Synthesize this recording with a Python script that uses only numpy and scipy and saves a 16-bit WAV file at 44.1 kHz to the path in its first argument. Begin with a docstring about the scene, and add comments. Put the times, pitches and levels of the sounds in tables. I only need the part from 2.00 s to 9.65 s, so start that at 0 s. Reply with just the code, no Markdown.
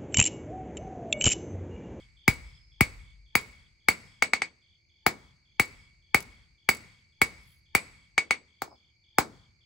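"""An open-air forge at night: a smith flattens a hot steel bar on an anvil. Heavy blows thud and ring briefly,
as contact pulses and decaying steel modes with echoes of forge and yard. Between them the hammer bounces
lightly on the bare face; bar and tongs rattle back onto the anvil as short bright noise bursts, and the sliding
bar is gritty band noise. Falling tones chirp, noise bands trill and throb as crickets, over a low rumble of
shaped noise with a thin hum."""
import sys
import numpy as np
from scipy import signal
from scipy.fft import rfft, irfft, next_fast_len
from scipy.io import wavfile
from scipy.ndimage import uniform_filter1d

SR = 44100
rng = np.random.default_rng(int(sys.argv[2]) if len(sys.argv) > 2 else 0)


def int16_out(signal):
    """Quantize to a 16-bit WAV file."""
    q = np.round(np.clip(np.atleast_2d(signal).T, -1, 1) * 32767)
    wavfile.write(sys.argv[1], SR, q.astype(np.int16))


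N = 337365
TIME = np.arange(N) / SR
SPAN = 2 ** 16   # samples in which one blow dies away

# blows on the hot bar; a dead blow sinks into the steel instead of ringing the anvil: (time [s], force [dB],
# thump against force [dB], deadness [0-1], rattle of bar and tongs before its trim [dB])
HOT_BLOWS = [(-.25, 2, -24, .1, -60), (.278, 0, -17.5, .05, -34.5), (.807, -0.5, -16.5, 0.05, -54),
             (1.352, -0.5, -30, .05, -37.5), (1.884, .5, -33.5, .1, -62), (3.063, 0.5, -30, .7, -62),
             (3.596, -1.5, -27, .05, -36.5), (4.144, 0, -28, .3, -25), (4.688, .5, -35.5, .05, -26.5),
             (5.215, -0.5, -28.5, .05, -55), (5.749, -0.5, -31.5, .1, -50.5), (6.618, -12.5, -35, 1, -70),
             (7.183, 2, -31.5, 0.92, -60)]


def from_db(db):
    """Decibels to gain."""
    return 10 ** (np.asarray(db) / 20)


def rms_one(x):
    """Scale to unit rms."""
    return x / np.sqrt(np.mean(x ** 2) + 1e-30)


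def at_hz(points, hz, axis=1):
    """Read one column of a table on a log-frequency axis."""
    points = np.array(points)
    return np.interp(np.log(np.maximum(hz, 1)), np.log(points[:, 0]), points[:, axis])


def at_time(curve, s):
    """Read a curve at time s."""
    return np.interp(s, *np.transpose(curve))


def bins(size):
    """Frequencies of a spectrum of so many samples."""
    return np.fft.rfftfreq(size, 1 / SR)


def add(out, s, sound):
    """Mix a sound in, starting at time s."""
    at = int(round(s * SR))
    first, last = max(at, 0), min(at + sound.shape[-1], N)
    if last > first:
        out[..., first:last] += sound[..., first - at:last - at]


def diffuse(size):
    """Spectrum of white stereo noise that arrives from all sides."""
    # left-right likeness of diffuse sound: (frequency [Hz], correlation [-1 to 1])
    likeness = [(100, .9), (300, .8), (650, .4), (1400, .1), (3000, .3), (6200, .3), (8500, .95),
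                (15000, .95)]
    mid, side = rfft(rng.standard_normal((2, size)))
    alike = np.clip(at_hz(likeness, bins(size)), -1, 1)
    opposed = side * [[1], [-1]]
    return np.sqrt((1 + alike) / 2) * mid + np.sqrt((1 - alike) / 2) * opposed


def noise(gain_at):
    """Diffuse noise coloured by a gain that depends on frequency."""
    size = next_fast_len(N, True)
    return irfft(diffuse(size) * gain_at(bins(size)), size)[:, :N]


def band_noise(hz, width):
    """Diffuse noise through a steep resonance, rms 1."""
    return rms_one(noise(lambda f: 1 / (1 + ((f - hz) / width * 2) ** 2) ** 1.3))


def swell(middle, half):
    """A smooth rise and fall."""
    return np.exp(-((TIME - middle) / half) ** 2)


def causal(db):
    """Spectrum of the most compact causal pulse with these levels."""
    cepstrum = irfft(np.log(from_db(db)))
    # folding the cepstrum onto positive times gives minimum phase
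    cepstrum[1:SPAN // 2] *= 2
    cepstrum[SPAN // 2 + 1:] = 0
    return np.exp(rfft(cepstrum))


def contacts():
    """Force and deadness shape each contact.

    Yields time [s], then knock, thump, ring, clack, crack, left over right, carry into the yard [dB].
    """
    # the hammer idles on the bare face while the bar is turned: (time [s], force [dB])
    taps = [(2.222, 0), (2.333, -2), (2.418, -7.5), (6.178, -1.3), (6.307, -2.5)]
    # parts of a lively blow at zero force, in dB
    knock_db, ring_db, clack_db, crack_db, carry_db, pan_db = -9.5, -13.5, -24, -23, 4.5, 1.7
    # what a wholly dead blow gains and loses, in dB
    dead_knock_gain, dead_ring_loss, dead_crack_loss, dead_carry_loss = 7, 11, 2, 7.5
    for s, force, thump, dead, _ in HOT_BLOWS:
        knock = force + knock_db + dead_knock_gain * dead
        ringing = force + ring_db - dead_ring_loss * dead ** 2
        crack = force + crack_db - dead_crack_loss * dead
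        carry = carry_db - dead_carry_loss * dead
        yield s, knock, force + thump, ringing, force + clack_db, crack, pan_db, carry

    # parts of a tap at zero force, in dB
    knock_db, thump_db, ring_db, clack_db, crack_db, carry_db, pan_db = -10.5, -44.5, -14.5, -24.5, -36, -6, 2
    crack_slope = 3.3   # dB of crack per dB of force: softer taps are duller
    for s, force in taps:
        crack = crack_slope * force + crack_db
        yield (s, force + knock_db, force + thump_db, force + ring_db,
               force + clack_db, crack, pan_db, carry_db)


def crunch(t60=0.02, above_hz=2800):
    """Scale crushed under the face smears the treble of the contact into a tiny burst."""
    fade = from_db(-60 * np.arange(SPAN // 64) / SR / t60)
    burst = rfft(irfft(diffuse(SPAN // 64)) * fade, SPAN) / np.sqrt(np.sum(fade ** 2))
    smooth = 1 / (1 + (bins(SPAN) / above_hz) ** 8)
    return np.sqrt(smooth) + np.sqrt(1 - smooth) * burst


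def ring(modes, spread_db, detune):
    """Spectrum of struck modes; each blow lands elsewhere and loads them differently."""
    t, out = np.arange(SPAN // 4) / SR, 0
    draws = rng.standard_normal((len(modes), 2))
    for (hz, db, t60), (strength, shift) in zip(modes, draws):
        fade = from_db(db + spread_db * strength - 60 * t / t60)
        out = out + fade * np.sin(2 * np.pi * hz * (1 + detune * shift) * t)
    return rfft(out, SPAN)


def reflections(table, build_s, size):
    """Spectrum of a cloud of echoes that builds up, then dies at its own rate in each band."""
    t, hz, white, out = np.arange(size) / SR, bins(size), diffuse(size), 0
    centres = np.log([row[0] for row in table])
    for own, (_, _, t60) in zip(np.eye(len(table)), table):
        # each band crossfades into its neighbours
        share = np.interp(np.log(np.maximum(hz, 1)), centres, own)
        fade = (1 - np.exp(-(t / build_s) ** 2)) * from_db(-60 * t / t60)
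        out = out + irfft(white * share) * fade / np.sqrt(np.sum(fade ** 2))
    return rfft(out, SPAN) * from_db(at_hz(table, bins(SPAN)))


def hammer(far_thump_db=-24):
    """Each blow: a contact pulse and the ring of the steel, thrown back by the forge and the yard."""
    # colour of the contact pulse: (frequency [Hz], level [dB])
    contact_colour = [(25, 27.5), (55, 45), (120, 51.5), (220, 48), (340, 39.5), (600, 27), (900, 28),
                      (1300, 27.5), (2000, 36.5), (2500, 33), (3100, 26.5), (4400, 32), (5800, 28),
                      (11000, 28), (16000, 26)]
    # dips and lifts on the direct path, where a bounce off the anvil face interferes:
    # (frequency [Hz], level [dB])
    face_dips = [(400, -3), (610, -11), (790, 3.5), (1000, -10), (1200, -1)]
    # modes of anvil and hammer head: pitch [Hz]
    anvil_hz = [2243, 2278, 2410, 4488, 4728, 7915, 8296, 9040]
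    # the same modes in the same order: (level [dB], t60 [s])
    anvil_decay = [(3.5, 0.057), (-15, .12), (-10, 0.069), (-17, 0.081), (-17.5, 0.068), (-19, .11),
                   (-12.5, 0.034), (-20.5, 0.016)]
    # top modes, which follow the crack: (frequency [Hz], level [dB], t60 [s])
    ping = [(11960, -10, .04), (12900, 0, .018), (15690, -3, .05)]
    # scatter from nearby tools and walls: (frequency [Hz], level against direct sound [dB], t60 [s])
    scatter = [(60, -19.5, 0.18), (257, -12.5, 0.34), (820, -13, 0.17), (2010, -9.5, 0.13),
               (3830, -4.5, 0.15), (7700, -4, 0.13), (15000, -9, 0.075)]
    # reverberation of the yard: (frequency [Hz], level against direct sound before carry [dB], t60 [s])
    yard = [(51, -19, 0.79), (129, -16, 1.2), (342, -28.5, 0.52), (1000, -28.5, 0.63), (2240, -29, 0.82),
            (4500, -22, 0.87), (8000, -25.5, 0.73), (14600, -35.5, 0.43)]
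    # deep, slowly building boom: (frequency [Hz], level against direct sound before carry [dB], t60 [s])
    boom = [(32, -20.5, .8), (50.5, -6, 1), (76.6, -19.5, .7), (200, -50, 0.16)]

    out, hz = np.zeros((2, N)), bins(SPAN)
    # lead_s leaves room ahead of each pulse
    lag_cycles, flight_s, lead_s = 1.1, .0013, .03
    # the lows trail the highs by about a cycle, so the thump falls in pitch
    trail = np.exp(-2j * np.pi * lag_cycles * np.log((hz + 10) / SR))
    lead_in = np.exp(-2j * np.pi * hz * lead_s)
    colour, dips = at_hz(contact_colour, hz), at_hz(face_dips, hz)
    anvil = np.c_[anvil_hz, anvil_decay]
    # the contacts take turns with four echo patterns
    yards = [reflections(yard, build_s=0.011, size=SPAN) + reflections(boom, build_s=0.13, size=SPAN)
             for _ in range(4)]
    for k, (s, knock, thump, ring_db, clack, crack, pan, carry) in enumerate(contacts()):
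        # (frequency [Hz], level [dB])
        force = [(600, knock), (1300, knock), (2200, ring_db), (3100, clack), (7000, clack), (10000, crack)]
        near_db = at_hz([(180, thump)] + force, hz) + colour + dips
        near = causal(near_db) * trail * crunch()
        # only the deepest part of the thump carries far
        far_db = at_hz([(55, thump), (180, knock + far_thump_db)] + force, hz) + colour
        far = causal(far_db) * trail
        steel = from_db(ring_db) * ring(anvil, spread_db=1.2, detune=.0015)
        steel = steel + from_db(crack) * ring(ping, spread_db=3, detune=.002)
        room = reflections(scatter, build_s=.002, size=SPAN // 4) + from_db(carry) * yards[k % len(yards)]
        blow = irfft((near + steel + (far + steel) * room) * lead_in)
        add(out, s + flight_s - lead_s, from_db([[pan / 2], [-pan / 2]]) * blow)
    return out


def rattles(level_db=-12, t60=0.033):
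    """After each blow the bar and tongs settle back onto the anvil and hop once with tiny bright ticks."""
    fall_s, hop_s, hop_loss_db = .06, 0.021, 7.5
    t, level = np.arange(SPAN // 8) / SR, np.zeros(N)
    for s, *_, rattle_db in HOT_BLOWS:
        tick = from_db(rattle_db + level_db - 60 * t / t60)
        add(level, s + fall_s, tick)
        add(level, s + fall_s + hop_s, from_db(-hop_loss_db) * tick)
    return level * band_noise(hz=8000, width=15000)


def chirps(spread_db=1.15):
    """One chirp of the nearest insect on every beat, each a little different: (start [s], level [dB])."""
    # the beat drifts slowly: (time [s], time from chirp to chirp [s])
    chirp_beat = [(0, .275), (1.5, .27), (2.6, .275), (3.4, .284), (4.4, .279), (5, .265), (6, .274),
                  (7.2, .286)]
    # typical loudness: (time [s], level [dB])
    chirp_level = [(0, -59), (1.2, -64.5), (2.5, -66.5), (7.6, -65.5)]
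    s = -.112   # first chirp, already under way as the scene opens
    while s < N / SR:
        yield s, at_time(chirp_level, s) + spread_db * rng.standard_normal()
        s += at_time(chirp_beat, s)


def chirper(count=7):
    """A chirp is a run of wing strokes, each a short raspy tone that falls in pitch."""
    pulse_s, start_hz, end_hz, rasp = .0215, 3560, 2750, .2   # rasp: pitch noise before smoothing
    swell_db = 1.5   # from the first stroke of a chirp to the last
    wet_db, t60 = -1, .2   # echo among the trees
    out, stroke = np.zeros(N), np.linspace(0, 1, int(pulse_s * SR))
    for s, db in chirps():
        for k in range(count):
            # the scraper crosses the file unevenly
            uneven = 1 + rasp * uniform_filter1d(rng.standard_normal(len(stroke)), size=70)
            hz = (start_hz + (end_hz - start_hz) * stroke ** 2) * uneven
            tone = np.sin(np.pi * stroke) ** 2 * np.sin(2 * np.pi * np.cumsum(hz) / SR)
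            stroke_db = db + swell_db * k / (count - 1) + rng.normal(0, 0.83)
            add(out, s + k * pulse_s, from_db(stroke_db) * tone)
    fade = from_db(-60 * np.arange(SPAN // 4) / SR / t60)
    trees = irfft(diffuse(SPAN // 4)) * fade / np.sqrt(np.sum(fade ** 2))
    return out + from_db(wet_db) * signal.fftconvolve(out[None], trees)[:, :N]


def crickets(trill_hz=5080, trill_width=170):
    """Many far crickets merge into throbbing noise bands; one nearer trills in bouts."""
    # the nearer cricket's bouts: (middle [s], half length [s], level [dB])
    trills = [(0.578, 0.23, -68.5), (2.08, .1, -70), (3.82, 0.057, -72.5), (5.4, .08, -71.5),
              (6.72, 0.064, -68.5)]
    # bands of the far chorus: (centre [Hz], width [Hz])
    chorus = [(2265, 260), (4530, 380), (4850, 300), (5380, 350), (6390, 150)]
    # the same bands in the same order: level [dB]
    chorus_db = [-74.5, -74.5, -82, -92, -87]
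    bouts = sum(from_db(db) * swell(s, half) for s, half, db in trills)
    out = bouts * band_noise(trill_hz, trill_width)
    for (hz, width), db in zip(chorus, chorus_db):
        # a 45 Hz throb with wandering phase
        wander = np.cumsum(rng.normal(0, .04, N))
        wings = 1 + .25 * np.sin(2 * np.pi * 45 * TIME + wander)
        out = out + from_db(db) * wings * band_noise(hz, width)
    return out


def night(hum_hz=347, hum_db=-88):
    """Low rumble and faint air as shaped noise, with a thin steady hum."""
    # night air: (frequency [Hz], density [dB per Hz])
    air_density = [(20, -126), (50, -94.5), (80, -86.5), (140, -99), (250, -110), (500, -117), (1200, -125),
                   (2800, -121), (3900, -126), (7000, -127), (9000, -138), (16000, -145)]
    air = noise(lambda hz: from_db(at_hz(air_density, hz))) * np.sqrt(SR / 2)
    return air + from_db(hum_db) * np.sin(2 * np.pi * hum_hz * TIME)


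def slides(grit_db=3):
    """The bar rubs unevenly on the anvil as the tongs shift it."""
    # rubs on the face: (middle [s], half length [s], level [dB], centre [Hz], width [Hz])
    rubs = [(5.5, .09, -73, 10700, 3000), (5.5, .08, -78, 14800, 2400), (6.675, .02, -59, 750, 400),
            (6.72, .026, -55, 800, 500)]
    unevenness = rms_one(uniform_filter1d(rng.standard_normal(N), size=300))
    rubbing = sum(from_db(db) * swell(s, half) * band_noise(hz, width) for s, half, db, hz, width in rubs)
    return from_db(grit_db * unevenness) * rubbing


def scene():
    """The anvil close by, insects all around."""
    return hammer() + rattles() + chirper() + crickets() + night() + slides()


def record(dry):
    """The two microphone ports differ in phase and level, peaks are rounded, the top is cut."""
    # left port against right: (frequency [Hz], phase lead [rad], level [dB])
    port_offsets = [(100, .5, 0), (350, .3, 1), (620, .5, -1), (870, .1, 5), (1080, .5, -3),
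                    (1750, 1.4, -1), (2300, -.3, -1), (2700, .2, 0), (4650, .3, 0), (7400, -.3, -1),
                    (9100, -3.14, -1), (13400, -9.4, -1), (15000, -12.4, -1), (16500, -12.7, -1)]
    cutoff_hz = 17000   # 60 dB down from here up
    size = next_fast_len(N + SPAN // 8, True)
    lead = at_hz(port_offsets, bins(size))
    tilt_db = at_hz(port_offsets, bins(size), axis=2)
    ports = np.exp(1j * lead * [[1], [0]]) * from_db(tilt_db * [[.5], [-.5]])
    heard = irfft(rfft(dry, size) * ports, size)[:, :N]
    top_cut = signal.cheby2(14, 60, cutoff_hz, fs=SR, output="sos")
    return signal.sosfilt(top_cut, np.tanh(heard))


dry = scene()
out = record(dry)
int16_out(out)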